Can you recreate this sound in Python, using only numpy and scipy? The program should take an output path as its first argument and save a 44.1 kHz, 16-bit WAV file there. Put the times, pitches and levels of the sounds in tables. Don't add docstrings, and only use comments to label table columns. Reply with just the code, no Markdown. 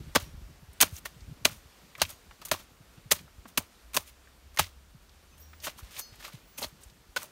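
import sys
import numpy as np
from scipy import signal
from scipy.io import wavfile

SR = 44100
rng = np.random.default_rng(int(sys.argv[2]) if len(sys.argv) > 2 else 0)


def put_to_file(sound):
    columns = np.atleast_2d(sound).T
    safe = np.clip(columns, -1, 1)
    whole_steps = np.round(safe * 32767)
    wavfile.write(sys.argv[1], SR, whole_steps.astype(np.int16))


N = 322371

# [t/s, firing f/Hz, mean level/dB]
ENGINE = [(3.75, 53.7, -85), (3.85, 54, -55), (4.01, 63.2, -61), (4.63, 67.8, -58), (5.07, 64.5, -63),
          (5.21, 73.7, -65.5), (5.449, 74.5, -58), (5.75, 85, -62.5)]
# [f/Hz, relative level of the noise density/dB]
LEAF_SPECTRUM = [(88, -31), (150, -3), (488, -6), (898, -8.5), (1250, -7.5), (2010, -10.5), (4000, -12.5),
                 (6170, -15.5), (7660, -17.5), (8620, -17.5), (10300, -17.5), (12500, -21.5), (15600, -19),
                 (16500, -49.5)]
# [t/s, level/dB]
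LEAF_LEVEL = [(0, -57), (.4, -60), (.96, -58.5), (1.77, -59.5), (5.37, -62), (6.0, -58.5), (6.96, -61.5),
              (7.31, -58.5)]
# [t/s, rumble level/dB, flutter level/dB]
WIND = [(0.0, -41, -43), (0.14, -56, -67), (0.32, -52, -48), (0.63, -57, -63), (1.22, -60.5, -55.5),
        (1.4, -55, -52.5), (1.55, -56.5, -59), (1.73, -65, -72), (1.89, -65, -63), (2.46, -60, -65),
        (2.54, -61.5, -61.5), (2.87, -64.5, -66), (3.03, -57.5, -56), (3.24, -58, -60.5),
        (3.34, -58.5, -71), (3.68, -65.5, -63.5), (4.27, -60, -75), (4.48, -57, -75), (5.21, -60, -70),
        (5.39, -62.5, -70), (6.19, -60, -62.5), (6.33, -63.5, -63.5), (6.88, -63, -69.5),
        (7.31, -71, -67.5)]
# [t/s, peak level/dB, base pitch f/Hz, which the sweep multiplies]
BUFFETS = [(.03, -46, 153), (0.218, -33.5, 70), (0.28, -53, 69), (.329, -36, 53.8), (0.37, -37, 68),
           (0.416, -37, 55), (.455, -43.5, 70), (0.62, -46, 146), (0.681, -42.5, 78), (.859, -46, 179),
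           (0.92, -32.5, 95), (1.158, -45.5, 143), (1.213, -37, 62), (1.27, -38, 74), (1.306, -37.5, 138),
           (1.507, -44, 129), (1.559, -49, 67), (1.649, -47, 76.5), (2.278, -44, 48.4), (2.798, -47, 135),
           (3.051, -44, 138), (3.377, -39.5, 61), (3.448, -46.5, 254), (4.447, -52, 70.6),
           (4.941, -45.5, 149.4), (5.821, -36, 64), (6.117, -48.5, 114), (6.334, -38.5, 147),
           (6.654, -42.5, 60.5), (6.854, -44.5, 59.2), (7.084, -46.5, 49)]
# [t/s, length/s, from f/Hz, to f/Hz, peak level/dB]
SQUEAK = (5.315, .035, 2680, 2420, -62)
# [f/Hz, relative level/dB, t60/s]
BLADE_MODES = [(4371, 0, .4), (5033, -6, .45), (5647, -8, .33), (6170, -3, .28), (6681, -6, .2),
               (7978, -14, .15), (11440, -12, .17), (12440, -10, .15), (13420, -12, .2), (14365, -10, .15),
               (15220, -12, .3)]
# [t/s, rub length/s, drive level/dB, favoured f/Hz, spread f/Hz]
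RUBS = [(.19, .095, -49.5, 5650, 300), (2.112, .01, -49, 6680, 300), (5.286, 0.059, -59, 6170, 300),
        (5.385, .03, -39, 14200, 1300), (5.41, 0.018, -47.5, 5770, 300), (5.44, .17, -45, 15200, 500),
        (5.995, .01, -38, 12840, 2000), (5.994, 0.034, -43, 4800, 750), (6.003, .01, -42, 6350, 520),
        (6.41, 0.15, -41.5, 15200, 590), (6.501, .09, -54, 6170, 297)]
# [t/s, peak level/dB, centre f/Hz, width as share of centre]
SNAPS = [(.732, -46, 10000, 1), (0.966, -35, 6200, 0.16), (.9856, -38, 11400, 0.8),
         (1.207, -47.5, 4040, 0.66), (1.496, -42, 1320, 0.61), (1.9526, -33.5, 1860, 0.59),
         (2.052, -32.5, 2390, .6), (2.103, -33.5, 9250, .92), (2.311, -40, 1040, 1.2),
         (2.474, -45, 1100, .5), (3.158, -45, 2810, 1), (3.191, -39, 2000, 0.98), (3.28, -48, 1000, .8),
         (3.4562, -39.5, 705, 0.87), (4.0906, -46, 8660, 1.3), (4.274, -48, 1600, 0.52),
         (5.094, -48.5, 3080, 1.2), (5.533, -40.5, 1335, 0.73), (5.602, -42, 4480, .6),
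         (5.7901, -42, 1168, 0.2), (5.807, -47, 1200, 0.46), (5.967, -38, 2800, .5),
         (6.1394, -48.5, 785, 0.66), (6.1567, -44.5, 10000, 1.16), (6.204, -44, 1700, 0.51),
         (6.227, -43, 2000, .6), (6.25, -36, 1500, 0.71), (6.282, -39.5, 1080, 0.44),
         (6.582, -37, 2600, 0.16), (6.628, -24.5, 4140, 0.21), (6.644, -26, 4200, 0.28),
         (6.8352, -40, 8396, 0.36), (6.899, -48.5, 3000, 1.4), (7.219, -39, 1050, 0.59),
         (7.227, -41, 1100, .5)]
# [f/Hz, level over the thud/dB, t60/s]
FLEX_MODES = [(168, 8.5, 0.0479), (240, 14, 0.036), (275, 8, .035), (460, 6, .03)]
# [f/Hz, relative level/dB, t60/s]
GASH_MODES = [(635, -6, .02), (860, -11.5, .014), (1116, -5.5, 0.011), (1500, -10.5, 0.019),
              (1852, -7.5, 0.023), (2100, -4, .017)]
# [f/Hz, width f/Hz, relative level/dB]
PULP = [(306, 200, -7), (597.8, 83, 0.5), (1040, 540, -1.5)]
# [f/Hz, width f/Hz, relative level/dB]
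CRUNCH = [(1949, 1700, 3), (3500, 3700, 2)]
# [f/Hz, width f/Hz, relative level/dB]
SIZZLE = [(6360, 1400, 1), (8670, 2300, -1.5), (13800, 9200, -1.5)]
# [t/s, rise/s, crunch level/dB, pulp over crunch/dB, sizzle over crunch/dB, t60/s]
LIGHT_CONTACTS = [(.196, .004, -52, -10, .5, .29), (.893, 0.068, -54, -23, 6, .04),
                  (1.508, 0.0056, -59.5, -8, 3.5, 0.33), (1.978, .0017, -56, 6, 0.5, 0.085),
                  (1.992, 0.0088, -41, -12, -17, .025), (2.008, 0.00084, -38, -3, -24, .015),
                  (2.082, 0.011, -50.5, -3, 3, 0.18), (2.414, .0024, -50, 0.5, -4, 0.089),
                  (2.45, 0.00077, -46, -11, 10, 0.083), (2.484, .001, -49, -14, 2, 0.039),
                  (2.536, 0.0019, -44, 7, -19, .036), (2.575, 0.019, -56.5, -3, -2, .16),
                  (3.148, .006, -56, -9, -7, .29), (3.467, 0.015, -59, -5, 3.5, 0.097),
                  (3.932, 0.0026, -48, -12, 0, 0.061), (4.036, 0.041, -58, -14, 3, 0.092),
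                  (4.528, 0.016, -64.5, 0.5, 4, .06), (4.562, .0008, -55, -9.5, 6, 0.011),
                  (5.367, .012, -69, -3, 7, 0.35), (5.612, 0.032, -40, -9, 1, 0.1),
                  (5.689, 0.0046, -52.5, -24, -3, 0.11), (5.762, .024, -53.5, -5, 3, 0.089),
                  (5.825, 0.0076, -59.5, -10, -5, 0.67), (5.908, .001, -58.5, -13, 2, 0.22),
                  (5.916, 0.051, -46.5, -10.5, -6.5, 0.1), (5.979, 0.014, -50.5, -2, 13.5, 0.054),
                  (6.11, 0.021, -61, -18, -15, 0.32), (6.182, 0.022, -55, -4, -3, 0.2),
                  (6.22, 0.024, -47.5, -4.5, -3.5, 0.16), (6.269, 0.0091, -58, -4, -3, 0.19),
                  (6.321, 0.0056, -57.5, -8, -4, 0.35), (6.797, .015, -63, -4, 1.5, 0.43),
                  (7.184, 0.04, -56, 1, 8, .1)]
# [t/s, rise/s, hold/s, crunch level/dB, pulp over crunch/dB, sizzle over crunch/dB,
# settling over chop/dB, thud drive/dB, contact/s (1 ms at least), knock drive/dB, knock centre f/Hz]
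CHOPS = [(.150, 0.00059, 0.0028, -30, 3, -4, -30, -74, .003, -40, 1100),
         (.153, 0.0048, 0.0035, -18, -2.5, -6.5, -21, -37, 0.00091, -12, 1300),
         (.803, 0.0012, 0.007, -21.5, -16, -5.5, -19, -56, 0.0033, -32, 2000),
         (0.809, .0036, 0.0029, -23, -12, 9, -26.5, -51.5, 0.0023, -25, 1500),
         (.82, 0.0052, 0.0049, -21.5, -3.5, -2, -21, -43.5, 0.0012, -2.5, 1080),
         (1.049, .0062, .0054, -39.5, -5.5, 0.5, -14.5, -71, .004, -19, 2030),
         (1.448, 0.0048, 0.0018, -16.5, -6.5, -2.5, -19.5, -45.5, 0.0022, -19, 2100),
         (2.016, 0.00045, 0.0046, -19.5, -10, -1.5, -20, -36, 0.0085, -20, 2100),
         (2.5131, 0.0014, 0.0045, -24.5, -4, -0.5, -14, -43, 0.0049, -26, 1110),
         (3.107, 0.0077, 0.0064, -21, -5.5, 2.5, -19, -45, 0.0047, -21, 700),
         (3.5739, 0.0009, 0.0065, -26.5, -5, 1.5, -18, -45, 0.0019, -11, 1120),
         (3.942, 0.0022, .013, -39.5, -3, 3.5, -11.5, -56.5, 0.0028, -38, 1100),
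         (3.965, 0.0016, 0.0055, -25.5, -3.5, 1, -20, -48, 0.0036, -7.5, 950),
         (4.572, .0008, 0.0015, -32.5, -9, -7.5, -22, -74, .0044, -17.5, 1670),
         (4.586, 0.0021, 0.0028, -26.5, -1.5, -2, -28, -62, 0.0033, -22, 1100),
         (4.5919, 0.0022, 0.0039, -22.5, -8, -4, -11.5, -32.5, 0.0075, -6.5, 1120),
         (5.65, 0.019, .012, -42, 1.5, -7, -15, -57.5, 0.0038, -19.5, 1505),
         (6.571, .01, .01, -47, -5, 6.5, -7, -59, .002, -47, 2000),
         (6.599, .02, 0.012, -46, 0, 4.5, -21, -60, 0.0025, -13, 840),
         (6.634, 0.0032, 0.0083, -43, -2.5, -0.5, -9.5, -56, 0.0032, -26.5, 616),
         (7.16, 0.00299, .008, -36.5, -6.5, -6, -4, -55, 0.0064, -8.5, 1470)]

BUFFET_T60_S, BUFFET_SAG = 0.075, 1
STUMP_HZ, STUMP_T60_S = 89.7, 0.16
SNAP_T60_S, CHOP_T60_S, SETTLING_T60_S = 0.037, 0.028, 0.19
KNOCK_SPREAD_OCT, KNOCK_LAG_SHARE, STRIKE_SCATTER_DB = 0.4, 0.9, 2.5
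RISE_DB = 28
SNAPS_PER_S, GRAIN_DB = 14000, 4
CRACKLES_PER_S, CRACKLE_DB = 310, -8.5
PULP_LAG_S = 0.0025
LIGHT_HOLD_S, LIGHT_HOLD_SHARE = 0.0017, 0.32
MIC_LOW_HZ, MIC_EDGE_HZ, MIC_STOP_HZ = 36, 15750, 16900
MIC_DIP_HZ, MIC_DIP_WIDTH_HZ, MIC_DIP_SHARE = 10460, 1100, 0.46


def from_db(db):
    return 10 ** (np.asarray(db) / 20)


def rms_one(x):
    return x / np.sqrt(np.mean(x ** 2) + 1e-20)


def in_time(rows):
    s, *columns = np.transpose(rows)
    return [np.interp(np.arange(N) / SR, s, column) for column in columns]


def drift(corner_hz):
    r = np.exp(-80 * np.pi * corner_hz / SR)
    coarse = rng.standard_normal(N // 40 + 2002)
    slow = signal.lfilter([1], [1, -2 * r, r * r], coarse)[2000:]
    return np.interp(np.arange(N) / 40, np.arange(len(slow)), rms_one(slow))


def band(x, low_hz, high_hz):
    return signal.sosfilt(signal.butter(2, [low_hz, high_hz], "band", fs=SR, output="sos"), x)


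def resonate(x, hz, width_hz):
    r = np.exp(-np.pi * width_hz / SR)
    poles = [1, -2 * r * np.cos(2 * np.pi * hz / SR), r * r]
    return signal.lfilter([(1 - r * r) / 2, 0, (r * r - 1) / 2], poles, x)


def ring(force, hz, t60):
    r, w = from_db(-60 / (t60 * SR)), 2 * np.pi * hz / SR
    return signal.lfilter([0, np.sin(w)], [1, -2 * r * np.cos(w), r * r], force + 1e-18)


def stroke(s, rise, hold, t60):
    t = np.arange(int((rise + hold + t60) * SR)) / SR
    start = round(s * SR)
    swell_db = np.minimum(RISE_DB * (t / rise - 1), 0)
    decay_db = 60 * np.maximum(t - rise - hold, 0) / t60
    return start, from_db(swell_db - decay_db)[:N - start]


def add(track, start, x):
    track[start:start + len(x)] += x[:N - start]


def uneven_clicks(per_s, boost_db):
    sizes = from_db(boost_db * np.minimum(rng.exponential(1, N), 4)) * rng.choice([-1, 1], N)
    return sizes * (rng.random(N) < per_s / SR)


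def engine():
    hz, level_db = in_time(ENGINE)
    t = np.arange(N) / SR
    fade = np.clip(np.minimum(t - ENGINE[0][0], ENGINE[-1][0] - t) / 0.11, 0, 1)
    turn = 2 * np.pi * np.cumsum(hz) / SR
    tone = np.sin(turn) + from_db(-26.0) * np.sin(3 * turn)
    return np.sqrt(2) * fade * from_db(level_db + 1.8 * drift(2.9)) * tone


def leaves():
    out, together = 0, drift(3)
    edges = 150 * 2 ** np.arange(0, 7.1, 1 / 3)
    white, table = rng.standard_normal((2, N)), np.array(LEAF_SPECTRUM)
    for k, (low, high) in enumerate(zip(edges, edges[1:])):
        level_db = np.interp(np.log(low * high) / 2, np.log(table[:, 0]), table[:, 1])
        flicker_db = 0.6 * together + 0.8 * drift(10)
        out = out + from_db(level_db + flicker_db) * band(white[k % 2], low, high)
    return from_db(in_time(LEAF_LEVEL)[0]) * rms_one(out)


def wind():
    rumble_db, flutter_db = in_time(WIND)
    rumble = rms_one(band(band(rng.standard_normal(N), 23, 71), 25, 120))
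    spurts = np.tanh(drift(20))
    low = band(rng.standard_normal(N), 95, 190)
    high = band(rng.standard_normal(N), 190, 330)
    flutter = rms_one(from_db(14.0 * spurts) * low + from_db(7 * spurts - 9.5) * high)
    return from_db(rumble_db) * rumble + from_db(flutter_db) * flutter


def buffets():
    out = np.zeros(N)
    for s, peak_db, base_hz in BUFFETS:
        start, gain = stroke(s, 0.0078, 0.0063, BUFFET_T60_S)
        t = np.arange(len(gain)) / SR
        hz = base_hz * (0.659 + BUFFET_SAG * np.exp(-t / 0.011))
        turn = 2 * np.pi * np.cumsum(hz) / SR
        add(out, start, from_db(peak_db) * gain * np.sin(turn + rng.uniform(0, 2 * np.pi)))
    return out


def squeak():
    s, length, from_hz, to_hz, level_db = SQUEAK
    count, out = int(length * SR), np.zeros(N)
    turn = 2 * np.pi * np.cumsum(np.linspace(from_hz, to_hz, count)) / SR
    add(out, round(s * SR), from_db(level_db) * np.hanning(count) * np.sin(turn))
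    return out


def blade():
    out = np.zeros(N)
    for hz, mode_db, t60 in BLADE_MODES:
        force = np.zeros(N)
        for s, rub, level_db, favoured_hz, spread_hz in RUBS:
            window = np.hanning(int(rub * SR))
            turn = 2 * np.pi * hz * np.arange(len(window)) / SR
            push = window / window.sum() * np.sin(turn + rng.uniform(0, 2 * np.pi))
            near = np.exp(-((hz - favoured_hz) / spread_hz) ** 2)
            add(force, round(s * SR), 2 * from_db(level_db + mode_db) * near * push)
        out += ring(force, hz, t60)
    return out


def snaps():
    out, bursts = np.zeros(N), rng.standard_normal((len(SNAPS), 3000))
    for (s, peak_db, hz, share), burst in zip(SNAPS, bursts):
        start, gain = stroke(s - 0.001, 0.0005, 0.0015, SNAP_T60_S)
        width_hz = share * hz
        coloured = resonate(resonate(burst, hz, width_hz), hz, 2 * width_hz)
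        sound = coloured[-len(gain):] * gain
        add(out, start, from_db(peak_db) * sound / np.abs(sound).max())
    return out


def thuds():
    force = np.zeros(N)
    for s, rise, hold, *rest, thud_db, contact, knock_db, knock_hz in CHOPS:
        window = np.hanning(int(max(contact, 0.001) * SR))
        add(force, round((s + rise + hold) * SR), from_db(thud_db) * 2 * window / window.sum())
    flex = sum(from_db(db) * resonate(ring(force, hz, t60), hz, 1.8 * hz) for hz, db, t60 in FLEX_MODES)
    return resonate(ring(force, STUMP_HZ, STUMP_T60_S), STUMP_HZ, 110.0) + flex


def knocks():
    out = np.zeros(N)
    scatter = rng.standard_normal((len(CHOPS), len(GASH_MODES), 3))
    moments = KNOCK_LAG_SHARE * (np.arange(3) + rng.random((len(CHOPS), 3))) / 3
    for k, (hz, mode_db, t60) in enumerate(GASH_MODES):
        force = np.zeros(N)
        window = np.hanning(int(0.8 * SR / hz) + 3)
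        for chop, lucks, shares in zip(CHOPS, scatter[:, k], moments):
            s, rise, hold, *rest, knock_db, knock_hz = chop
            near = np.exp(-(np.log2(hz / knock_hz) / KNOCK_SPREAD_OCT) ** 2)
            for luck, share in zip(lucks, shares):
                strength = near * from_db(knock_db + mode_db + STRIKE_SCATTER_DB * luck)
                add(force, round((s + rise + share * hold) * SR), strength * window / window.sum())
        out += resonate(ring(force, hz, t60), hz, 1.5 * hz)
    return out


def crackle():
    clicks = uneven_clicks(CRACKLES_PER_S, 4.1)
    dealt = rng.integers(0, 12, N)
    pitches_hz = np.geomspace(750, 5000, 12)
    return rms_one(sum(resonate(ring(clicks * (dealt == k), hz, 3.9 / hz), hz, hz)
                       for k, hz in enumerate(pitches_hz)))


def fibres(peaks):
    grains = uneven_clicks(SNAPS_PER_S, GRAIN_DB)
    out = np.zeros(N)
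    for k, (hz, width_hz, db) in enumerate(peaks):
        out += (-1) ** k * from_db(db) * resonate(resonate(grains, hz, 2 * width_hz), hz, width_hz)
    return rms_one(out)


def tearing():
    pulp, crunch, sizzle = effort = np.zeros((3, N))
    lag = round(PULP_LAG_S * SR)
    contacts = [(s, rise, LIGHT_HOLD_S + LIGHT_HOLD_SHARE * rise, level_db, pulp_db, sizzle_db, t60)
                for s, rise, level_db, pulp_db, sizzle_db, t60 in LIGHT_CONTACTS]
    for s, rise, hold, level_db, pulp_db, sizzle_db, settling_db, *rest in CHOPS:
        contacts.append((s, rise, hold, level_db, pulp_db, sizzle_db, CHOP_T60_S))
        contacts.append((s, rise, hold, level_db + settling_db, pulp_db, sizzle_db, SETTLING_T60_S))
    for s, rise, hold, level_db, pulp_db, sizzle_db, t60 in contacts:
        start, gain = stroke(s, rise, hold, t60)
        add(pulp, start + lag, from_db(level_db + pulp_db) * gain)
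        add(crunch, start, from_db(level_db) * gain)
        add(sizzle, start, from_db(level_db + sizzle_db) * gain)
    shower = np.zeros(N)
    for push, peaks in zip(effort, (PULP, CRUNCH, SIZZLE)):
        uneven = from_db(2.3 * drift(150))
        shower += push * uneven * fibres(peaks)
    return shower + from_db(CRACKLE_DB) * crunch * crackle()


def scene():
    air = engine() + leaves() + wind() + buffets()
    stump = squeak() + blade() + snaps() + thuds() + knocks() + tearing()
    return (air + stump)[None]


def record(dry):
    dipped = dry - MIC_DIP_SHARE * resonate(dry, MIC_DIP_HZ, MIC_DIP_WIDTH_HZ)
    trimmed = signal.sosfilt(signal.butter(3, MIC_LOW_HZ, "high", fs=SR, output="sos"), dipped)
    edged = signal.sosfilt(signal.ellip(8, 0.5, 30, MIC_EDGE_HZ, fs=SR, output="sos"), trimmed)
    return signal.sosfilt(signal.cheby2(14, 60, MIC_STOP_HZ, fs=SR, output="sos"), edged)


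dry = scene()
out = record(dry)
put_to_file(out)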